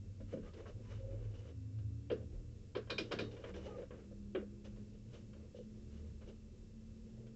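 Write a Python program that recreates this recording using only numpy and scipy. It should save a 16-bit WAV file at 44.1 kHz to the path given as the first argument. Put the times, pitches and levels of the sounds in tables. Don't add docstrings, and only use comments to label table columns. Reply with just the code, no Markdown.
import sys
import numpy as np
from scipy import signal
from scipy.fft import rfft, irfft
from scipy.io import wavfile
from scipy.ndimage import uniform_filter1d

SR = 44100
rng = np.random.default_rng(int(sys.argv[2]) if len(sys.argv) > 2 else 0)


def persist_wave(psi):
    counts = np.round(np.clip(psi, -1, 1) * 32767).astype(np.int16)
    wavfile.write(sys.argv[1], SR, np.atleast_2d(counts).T)


N = 324135
TIME = np.arange(N) / SR
HIT_TIME = TIME[:SR // 2]

# f/Hz, level/dB
RUMBLE_SPECTRUM = [(20, -13.5), (30, -5), (42, -0.5), (58, -9), (75, -7.5), (100, -1), (118, -5),
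                   (145, -13.5), (215, -8.5), (260, -17.5), (350, -20.5), (500, -21.5), (700, -39.5),
                   (1000, -50), (2000, -46)]
HISS_SPECTRUM = [(200, -15), (1000, 1), (2000, -3.5), (3000, -4), (5000, -5), (7300, -3), (8500, 4)]
# f/Hz, level/dB
WHINE_TONES = [(2665, -90), (5335, -93.5)]
# t/s, level/dB, f/Hz, length/s
BODY_ROCKS = [(0.0, -56, 44.7, 0.14), (0.187, -50.5, 42, 0.11), (0.396, -51.5, 35.8, 0.099),
              (0.85, -50, 44.2, 0.59), (2.322, -44.5, 38.5, 0.11), (6.1, -57.5, 38, 1.14)]
# t/s, firing rate/Hz, level/dB
IDLING_ENGINES = [
    [(0, 80, -67), (1.1, 80, -57), (3.3, 76, -56), (5.2, 73, -61), (7.35, 77.76, -57)],
    [(0, 90, -46.5), (.5, 95, -70), (.85, 108, -55), (1.3, 113, -51), (2.3, 113, -61.5), (4.8, 116, -58.5),
     (6.2, 118, -70.5), (7.35, 118, -62.5)],
]
# t/s, firing rate/Hz, level/dB
FIRST_CAR_PATH = [(0, 51.2, -57.5), (.3, 49.1, -56.5), (.58, 47.98, -67), (.9, 50.16, -53),
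                  (1.5, 51.07, -53.5), (1.9, 54.06, -53), (2.3, 57.85, -53), (2.65, 60.75, -63.5),
                  (3.9, 59, -79)]
# t/s, level/dB
SECOND_CAR_LEVELS = [(3.5, -59), (3.9, -60), (4.2, -56), (4.8, -57), (5, -69), (5.2, -62), (5.55, -63),
                     (5.8, -57.5), (6.2, -61.5), (6.5, -65), (6.95, -62), (7.25, -57), (7.35, -58.5)]
# multiple of the firing rate, level/dB
FIRST_OVERTONES = [(3, -29), (5, -19.5), (6, -33)]
SECOND_OVERTONES = [(3, 1), (4, -17.5), (5, -12), (6, -18)]
# t/s, length/s, rise/s, drag/dB, rustle/dB, swish/dB
RUB_STROKES = [(0.268, 0.067, 0.048, -60.5, -65.5, -71), (0.413, 0.073, .04, -58.5, -69, -76.5),
               (0.524, 0.082, 0.024, -54, -67.5, -72.5), (0.655, 0.048, 0.021, -57, -71.5, -74),
               (0.732, 0.071, 0.033, -63, -82, -88), (0.799, 0.073, 0.056, -76, -73, -78.5),
               (0.866, 0.056, 0.046, -60, -63.5, -67), (0.94, 0.066, 0.033, -67, -76, -76.5),
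               (0.958, 0.21, 0.13, -59, -78, -84), (1.17, 0.089, 0.028, -60.5, -74, -80.5),
               (1.275, 0.047, 0.022, -62.5, -79, -79), (1.333, .07, 0.022, -59.5, -72, -70),
               (1.397, 0.11, 0.025, -60.5, -73.5, -75.5), (2.146, 0.06, 0.025, -56, -91, -100),
               (2.293, .065, .04, -59.5, -78.5, -86), (3.026, 0.42, .03, -56, -73.5, -72.5),
               (3.404, 0.095, 0.046, -52.5, -61.5, -70), (3.528, .14, 0.039, -49.5, -63, -65),
               (3.653, .15, 0.025, -51, -68.5, -77), (3.904, .1, 0.033, -56.5, -70, -81),
               (4.639, 0.023, .012, -57, -69, -70.5), (4.684, 0.13, 0.045, -69, -81, -89),
               (4.897, 0.066, 0.053, -63.5, -80, -83), (5.07, 0.1, 0.075, -59.5, -71.5, -73.5),
               (5.324, 0.13, .02, -64, -78, -94), (5.546, 0.032, 0.034, -66, -77, -69.5),
               (5.89, 0.078, 0.048, -70, -75, -77), (5.961, 0.12, .04, -67, -77.5, -87),
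               (6.203, 0.037, .015, -61.5, -72, -81), (6.241, 0.061, 0.032, -58, -73.5, -74.5),
               (7.0, 0.24, 0.17, -66.5, -87, -92)]
# f/Hz, level/dB
DRAG_SPECTRUM = [(160, -39), (280, -6), (327, 1), (392, -1.5), (486, 4.5), (528, 0), (600, -7.5),
                 (712, -17.5), (900, -21), (1170, -42), (1980, -120)]
RUSTLE_SPECTRUM = [(500, -2), (800, -3), (1250, 1.5), (1900, -3), (2400, -2.5), (3200, -13.5),
                   (5000, -20.5)]
SWISH_SPECTRUM = [(1800, -13.5), (2500, -5.5), (2850, 4), (3000, 6.5), (3150, -4.5), (3500, -2),
                  (4500, -8.5), (6200, -6.5), (8000, -23)]
# t/s, length/s, start f/Hz, end f/Hz, level/dB
STRAP_SQUEAKS = [(0.437, 0.082, 1225, 1215, -75), (0.837, 0.088, 1019, 996, -76.5),
                 (.975, 0.21, 525, 546, -56.5), (3.67, 0.11, 850, 795, -66), (3.698, .075, 1267, 1197, -65)]
# f/Hz, level/dB, t60/s
SEAT_MODES = [(106, -4, 0.037), (152.5, 0, 0.26), (185, -4, 0.62), (218.6, 2.5, 0.37), (252, 0, 0.27),
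              (289.1, -1, 0.41), (310, -2, 0.23)]
PANEL_MODES = [(318.7, 1, 0.21), (343.2, -1, 0.21), (371.5, 2, 0.19), (390.3, -8, 0.35),
               (429.5, -1.5, 0.25), (459, -1, 0.13), (491.8, 5.5, 0.12), (539, -1, 0.16), (630, -12.5, 0.3)]
TRIM_MODES = [(700, -2.5, 0.21), (1003, 1.5, 0.14), (1108, -1.5, 0.18), (1238, -2.5, 0.067),
              (1410, 1.5, 0.04), (1585, -3.5, 0.19), (1840, -15, 0.06), (2317, 3, 0.047), (2830, 0, 0.14),
              (3150, 2, 0.08)]
LATCH_MODES = [(2250, -15, 0.12), (2407, -4, 0.096), (2440, 4, 0.1), (3047, -5, 0.087), (4890, -7, 0.074),
               (5020, -19, 0.23), (5460, -18.5, 0.19)]
TONGUE_MODES = [(3770, -7, 0.65), (3960, -6, 0.19), (3700, -3, 0.36), (4000, 0, 0.12), (4040, -1, 0.23),
                (4440, -8, 0.32)]
# f/Hz, level/dB
CRACK_SPECTRUM = [(300, -27.5), (600, 6.5), (850, -10), (1050, -5), (1400, -2), (1650, -2), (2000, -9),
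                  (2500, -10.5), (3100, -17), (3800, -18.5), (5500, -33)]
TREBLE_SPECTRUM = [(1500, -9.5), (2500, -1), (3100, 0.5), (3500, -0.5), (4000, -4.5), (5200, -6),
                   (6200, -15.5), (7300, -21.5), (9000, -13)]
# t/s, crack/dB, treble/dB
FITTING_TICKS = [(0.431, -66.5, -89), (0.533, -70, -66.5), (1.338, -69, -82), (1.785, -70, -75),
                 (2.214, -73, -90.5), (2.873, -62.5, -87), (2.897, -51, -53.5), (3.112, -46, -58.5),
                 (3.311, -69.5, -64), (3.366, -59, -71.5), (3.539, -58, -64), (4.646, -71, -68.5),
                 (4.762, -68.5, -87), (5.133, -71, -68.5), (5.332, -67, -75), (6.218, -70, -81),
                 (7.267, -71.5, -73.5)]
# t/s, thud/dB, thud centre/Hz, crack/dB, boom/dB, treble edge/Hz
SEAT_KNOCKS = [(0.202, -56.5, 600, -73.5, -57.5, 4600), (0.328, -42.5, 575, -73, -46.5, 3170),
               (0.372, -49.5, 440, -71, -57, 3060), (0.656, -58, 540, -62.5, -70, 2500),
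               (2.1, -41.5, 439.3, -53, -61, 3900), (2.114, -35, 444, -58.5, -52, 6270),
               (2.75, -46.5, 412, -52.5, -62.5, 5060), (2.764, -40.5, 450, -58.5, -58.5, 7800),
               (3.439, -52.5, 644, -58.5, -59.5, 3730), (3.758, -53, 546, -81, -60, 4260),
               (3.783, -50.5, 540, -71, -71, 4230), (3.819, -50, 553, -68, -61, 4230),
               (3.906, -55, 455, -64, -61, 3200), (4.113, -57, 546, -79, -65, 2500),
               (4.349, -37.5, 373, -52, -52, 3600), (4.351, -44.5, 602, -60, -54.5, 2260),
               (4.421, -52.5, 479, -79, -71, 2000), (5.546, -54.5, 510, -80, -76, 3970),
               (5.588, -51, 483, -82, -71, 5000)]
# t/s, thud/dB, thud centre/Hz, crack/dB, treble/dB, latch/dB, tongue/dB, boom/dB
BUCKLE_CLINKS = [(2.901, -40, 510, -47, -49, -48, -44.5, -57),
                 (2.981, -39, 314, -50, -42.5, -41, -53, -52.5),
                 (3.117, -38, 414, -44.5, -47.5, -70, -58, -51.5),
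                 (3.187, -40, 445, -48, -48.5, -48.5, -50, -55.5)]


def undb(db):
    return 10 ** (np.asarray(db) / 20)


def unit(x):
    return x / np.sqrt(np.mean(x ** 2))


def unit_attack(x):
    return x / np.sqrt(np.mean(x[:SR // 40] ** 2))


def add(track, s, sound):
    start = max(int(s * SR), 0)
    track[start:start + len(sound)] += sound[:N - start]


def colour(x, spectrum, size=8192):
    hz, db = np.transpose(spectrum)
    grid_hz = np.maximum(np.fft.rfftfreq(size, 1 / SR), 1)
    gain = undb(np.interp(np.log(grid_hz), np.log(hz), db))
    cepstrum = irfft(np.log(gain))
    cepstrum[1:size // 2] *= 2
    cepstrum[size // 2 + 1:] = 0
    response = irfft(np.exp(rfft(cepstrum)))
    return signal.fftconvolve(x, response)[:len(x)]


def noise(spectrum):
    return unit(colour(rng.standard_normal(N), spectrum))


def wander(rate_hz):
    jagged = np.interp(TIME * rate_hz, np.arange(4096), rng.standard_normal(4096))
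    return unit(uniform_filter1d(jagged, int(SR / rate_hz)))


def curves(rows):
    s, *columns = np.transpose(rows)
    gate = uniform_filter1d(1. * ((TIME >= s[0]) & (TIME <= s[-1])), SR // 50)
    return [gate] + [np.interp(TIME, s, column) for column in columns]


def car_body(rumble_db=-56):
    out = undb(rumble_db + wander(8)) * noise(RUMBLE_SPECTRUM)
    for s, db, hz, length in BODY_ROCKS:
        t = TIME[:int(length * SR)]
        swell = np.sin(np.pi * t / length)
        add(out, s, undb(db) * np.sqrt(2) * swell * np.sin(2 * np.pi * hz * t))
    return out


def engine_tone(hz, multiple, flutter_db, flutter_hz):
    tone = np.sin(2 * np.pi * multiple * np.cumsum(hz) / SR)
    return unit(tone * undb(flutter_db * wander(flutter_hz)))


def idling_cars(waver=0.025):
    return sum(undb(db) * engine_tone(hz * (1 + waver * wander(10)), 1, flutter_db=5, flutter_hz=8)
               for _, hz, db in map(curves, IDLING_ENGINES))


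def first_car(waver=0.012, idle_waver=0.023, throttle_db=11.5, full_throttle_hz_per_s=5.3):
    gate, hz, db = curves(FIRST_CAR_PATH)
    climb = np.clip(np.gradient(hz) * SR / full_throttle_hz_per_s, 0, 1)
    throttle = uniform_filter1d(climb, SR // 5) ** 2
    cabin_hz, width_hz, lift_db = 107.6, 1.9, 11.5
    boom_db = lift_db / (1 + ((2 * hz - cabin_hz) / width_hz) ** 2)
    hz = hz * (1 + (waver + idle_waver * (1 - throttle)) * wander(14))
    low_note = undb(boom_db) * engine_tone(hz, 2, flutter_db=1.5, flutter_hz=22)
    overtones = sum(undb(level) * engine_tone(hz, multiple, flutter_db=2.5, flutter_hz=10)
                    for multiple, level in FIRST_OVERTONES)
    return gate * undb(db) * (low_note + undb(throttle_db * throttle) * overtones)


def second_car(start_hz=63.97, cruise_hz=75.95, ease_s=2.15):
    gate, db = curves(SECOND_CAR_LEVELS)
    moving_s = np.maximum(TIME - SECOND_CAR_LEVELS[0][0], 0)
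    hz = cruise_hz - (cruise_hz - start_hz) * np.exp(-moving_s / ease_s)
    overtones = sum(undb(level) * engine_tone(hz, multiple, flutter_db=3, flutter_hz=11)
                    for multiple, level in SECOND_OVERTONES)
    return gate * undb(db) * overtones


def stroke(length_s, rise_s):
    t = TIME[:int(length_s * SR) + SR // 4]
    release_s = 0.024 + 0.23 * rise_s
    return np.minimum(t / rise_s, 1) * np.exp(-np.maximum(t - length_s, 0) / release_s)


def rubbing(slip_db=2, weave_db=2.4, grain_db=1.5):
    slips = wander(45)
    layers = [unit(noise(DRAG_SPECTRUM) * undb(slip_db * slips))]
    for spectrum in (RUSTLE_SPECTRUM, SWISH_SPECTRUM):
        roughness = undb(weave_db * slips + grain_db * wander(900))
        layers.append(unit(colour(rng.standard_normal(N) * roughness, spectrum)))
    powers = np.zeros((3, N))
    for s, length, rise, *levels in RUB_STROKES:
        for power, db in zip(powers, levels):
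            add(power, s, (undb(db) * stroke(length, rise)) ** 2)
    return np.sum(np.sqrt(powers) * layers, axis=0)


def squeaks(waver=0.0067, flutter_db=4.5):
    out = np.zeros(N)
    speed = 1 + waver * wander(220)
    flutter = undb(flutter_db * wander(120))
    for s, length, start_hz, end_hz, db in STRAP_SQUEAKS:
        n, at = int(length * SR), int(s * SR)
        hz = np.linspace(start_hz, end_hz, n) * speed[at:at + n]
        tone = np.sin(2 * np.pi * np.cumsum(hz) / SR) * flutter[at:at + n]
        add(out, s, undb(db) * unit(tone * signal.windows.tukey(n, 0.3)))
    return out


def fade(t60, held_s=0):
    return np.exp(-np.log(1000) * np.maximum(HIT_TIME - held_s, 0) / t60)


def ring(modes, rise_s, scatter_rad=3):
    phases = scatter_rad * rng.standard_normal(len(modes))
    notes = sum(undb(db) * fade(t60) * np.sin(2 * np.pi * hz * HIT_TIME + phase)
                for (hz, db, t60), phase in zip(modes, phases))
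    return unit_attack(notes * (1 - np.exp(-HIT_TIME / rise_s)))


def thud(centre_hz, octaves, floor_db, rise_s):
    modes = []
    for hz, db, t60 in PANEL_MODES:
        nearness = np.exp(-0.5 * (np.log2(hz / centre_hz) / octaves) ** 2)
        modes.append((hz, db + 20 * np.log10(undb(floor_db) + nearness), t60))
    return ring(modes, rise_s, scatter_rad=1)


def crack(spectrum, t60, direct_db, rise_s=0.0031, uneven_db=4):
    paths, sizes = rng.standard_normal((2, len(HIT_TIME)))
    echoes = paths * undb(uneven_db * np.repeat(sizes, 16)[:len(paths)] * fade(0.3))
    contact = undb(direct_db) * fade(0.063)
    shape = (contact + fade(t60)) * (1 - np.exp(-HIT_TIME / rise_s))
    return unit_attack(colour(echoes * shape, spectrum))


def trim(scatter_db=4):
    modes = [(hz, db + scatter_db * rng.standard_normal(), t60) for hz, db, t60 in TRIM_MODES]
    return ring(modes, rise_s=0.00033)


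def ticks():
    out = np.zeros(N)
    for s, crack_db, treble_db in FITTING_TICKS:
        add(out, s, undb(crack_db - 7) * crack(CRACK_SPECTRUM, t60=0.17, direct_db=-8))
        add(out, s, undb(treble_db - 3) * crack(TREBLE_SPECTRUM, t60=0.1, direct_db=-2))
        add(out, s, undb(crack_db - 8) * trim())
        add(out, s, undb(crack_db - 1) * thud(680, octaves=0.6, floor_db=-12, rise_s=0.0018))
    return out


def knocks(firm_db=-38.5, firm_t60=0.46, usual_edge_hz=4100):
    out = np.zeros(N)
    for s, thud_db, hz, crack_db, boom_db, edge_hz in SEAT_KNOCKS:
        add(out, s, undb(boom_db) * ring(SEAT_MODES, rise_s=0.0082))
        damping = fade(firm_t60 * 2 ** ((thud_db - firm_db) / 10), held_s=0.017)
        add(out, s, undb(thud_db) * thud(hz, octaves=0.18, floor_db=-20, rise_s=0.003) * damping)
        trim_db = 0.5 + 0.4 * (crack_db - thud_db)
        clack = crack(CRACK_SPECTRUM, t60=0.23, direct_db=-6.5, rise_s=0.0028) + undb(trim_db) * trim()
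        snap_db = -5 + 5 * np.log2(edge_hz / usual_edge_hz)
        snap = undb(snap_db) * crack(TREBLE_SPECTRUM, t60=0.2, direct_db=4)
        lowpass = signal.butter(6, edge_hz, fs=SR, output="sos")
        add(out, s, undb(crack_db) * signal.sosfilt(lowpass, clack + snap))
    return out


def buckle(seat_lag_s=0.00532):
    out = np.zeros(N)
    for s, thud_db, hz, crack_db, treble_db, latch_db, tongue_db, boom_db in BUCKLE_CLINKS:
        seat = undb(boom_db) * ring(SEAT_MODES, rise_s=0.025)
        seat += undb(thud_db - 4) * thud(hz, octaves=0.14, floor_db=-0.5, rise_s=0.005)
        clack = undb(crack_db - 1.5) * crack(CRACK_SPECTRUM, t60=0.22, direct_db=-3, rise_s=0.003)
        clack += undb(crack_db - 6) * trim()
        snap = undb(treble_db - 1) * crack(TREBLE_SPECTRUM, t60=0.17, direct_db=-19, rise_s=0.0017)
        latch = undb(latch_db) * ring(LATCH_MODES, rise_s=0.0021)
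        tongue = undb(tongue_db - 5) * ring(TONGUE_MODES, rise_s=0.00089)
        tongue *= fade(0.2, held_s=0.083)
        add(out, s, clack + snap + latch + tongue)
        add(out, s + seat_lag_s, seat)
    return out


def scene():
    background = car_body() + idling_cars() + first_car() + second_car()
    harness = rubbing() + squeaks() + ticks() + knocks() + buckle()
    return (background + harness)[None]


def record(dry, hiss_db=-69.5, top_hz=7600):
    hiss = undb(hiss_db) * noise(HISS_SPECTRUM)
    whine = sum(undb(db) * np.sqrt(2) * np.sin(2 * np.pi * hz * TIME) for hz, db in WHINE_TONES)
    lowpass = signal.butter(22, top_hz, fs=SR, output="sos")
    return signal.sosfilt(lowpass, dry + hiss + whine)


dry = scene()
out = record(dry)
persist_wave(out)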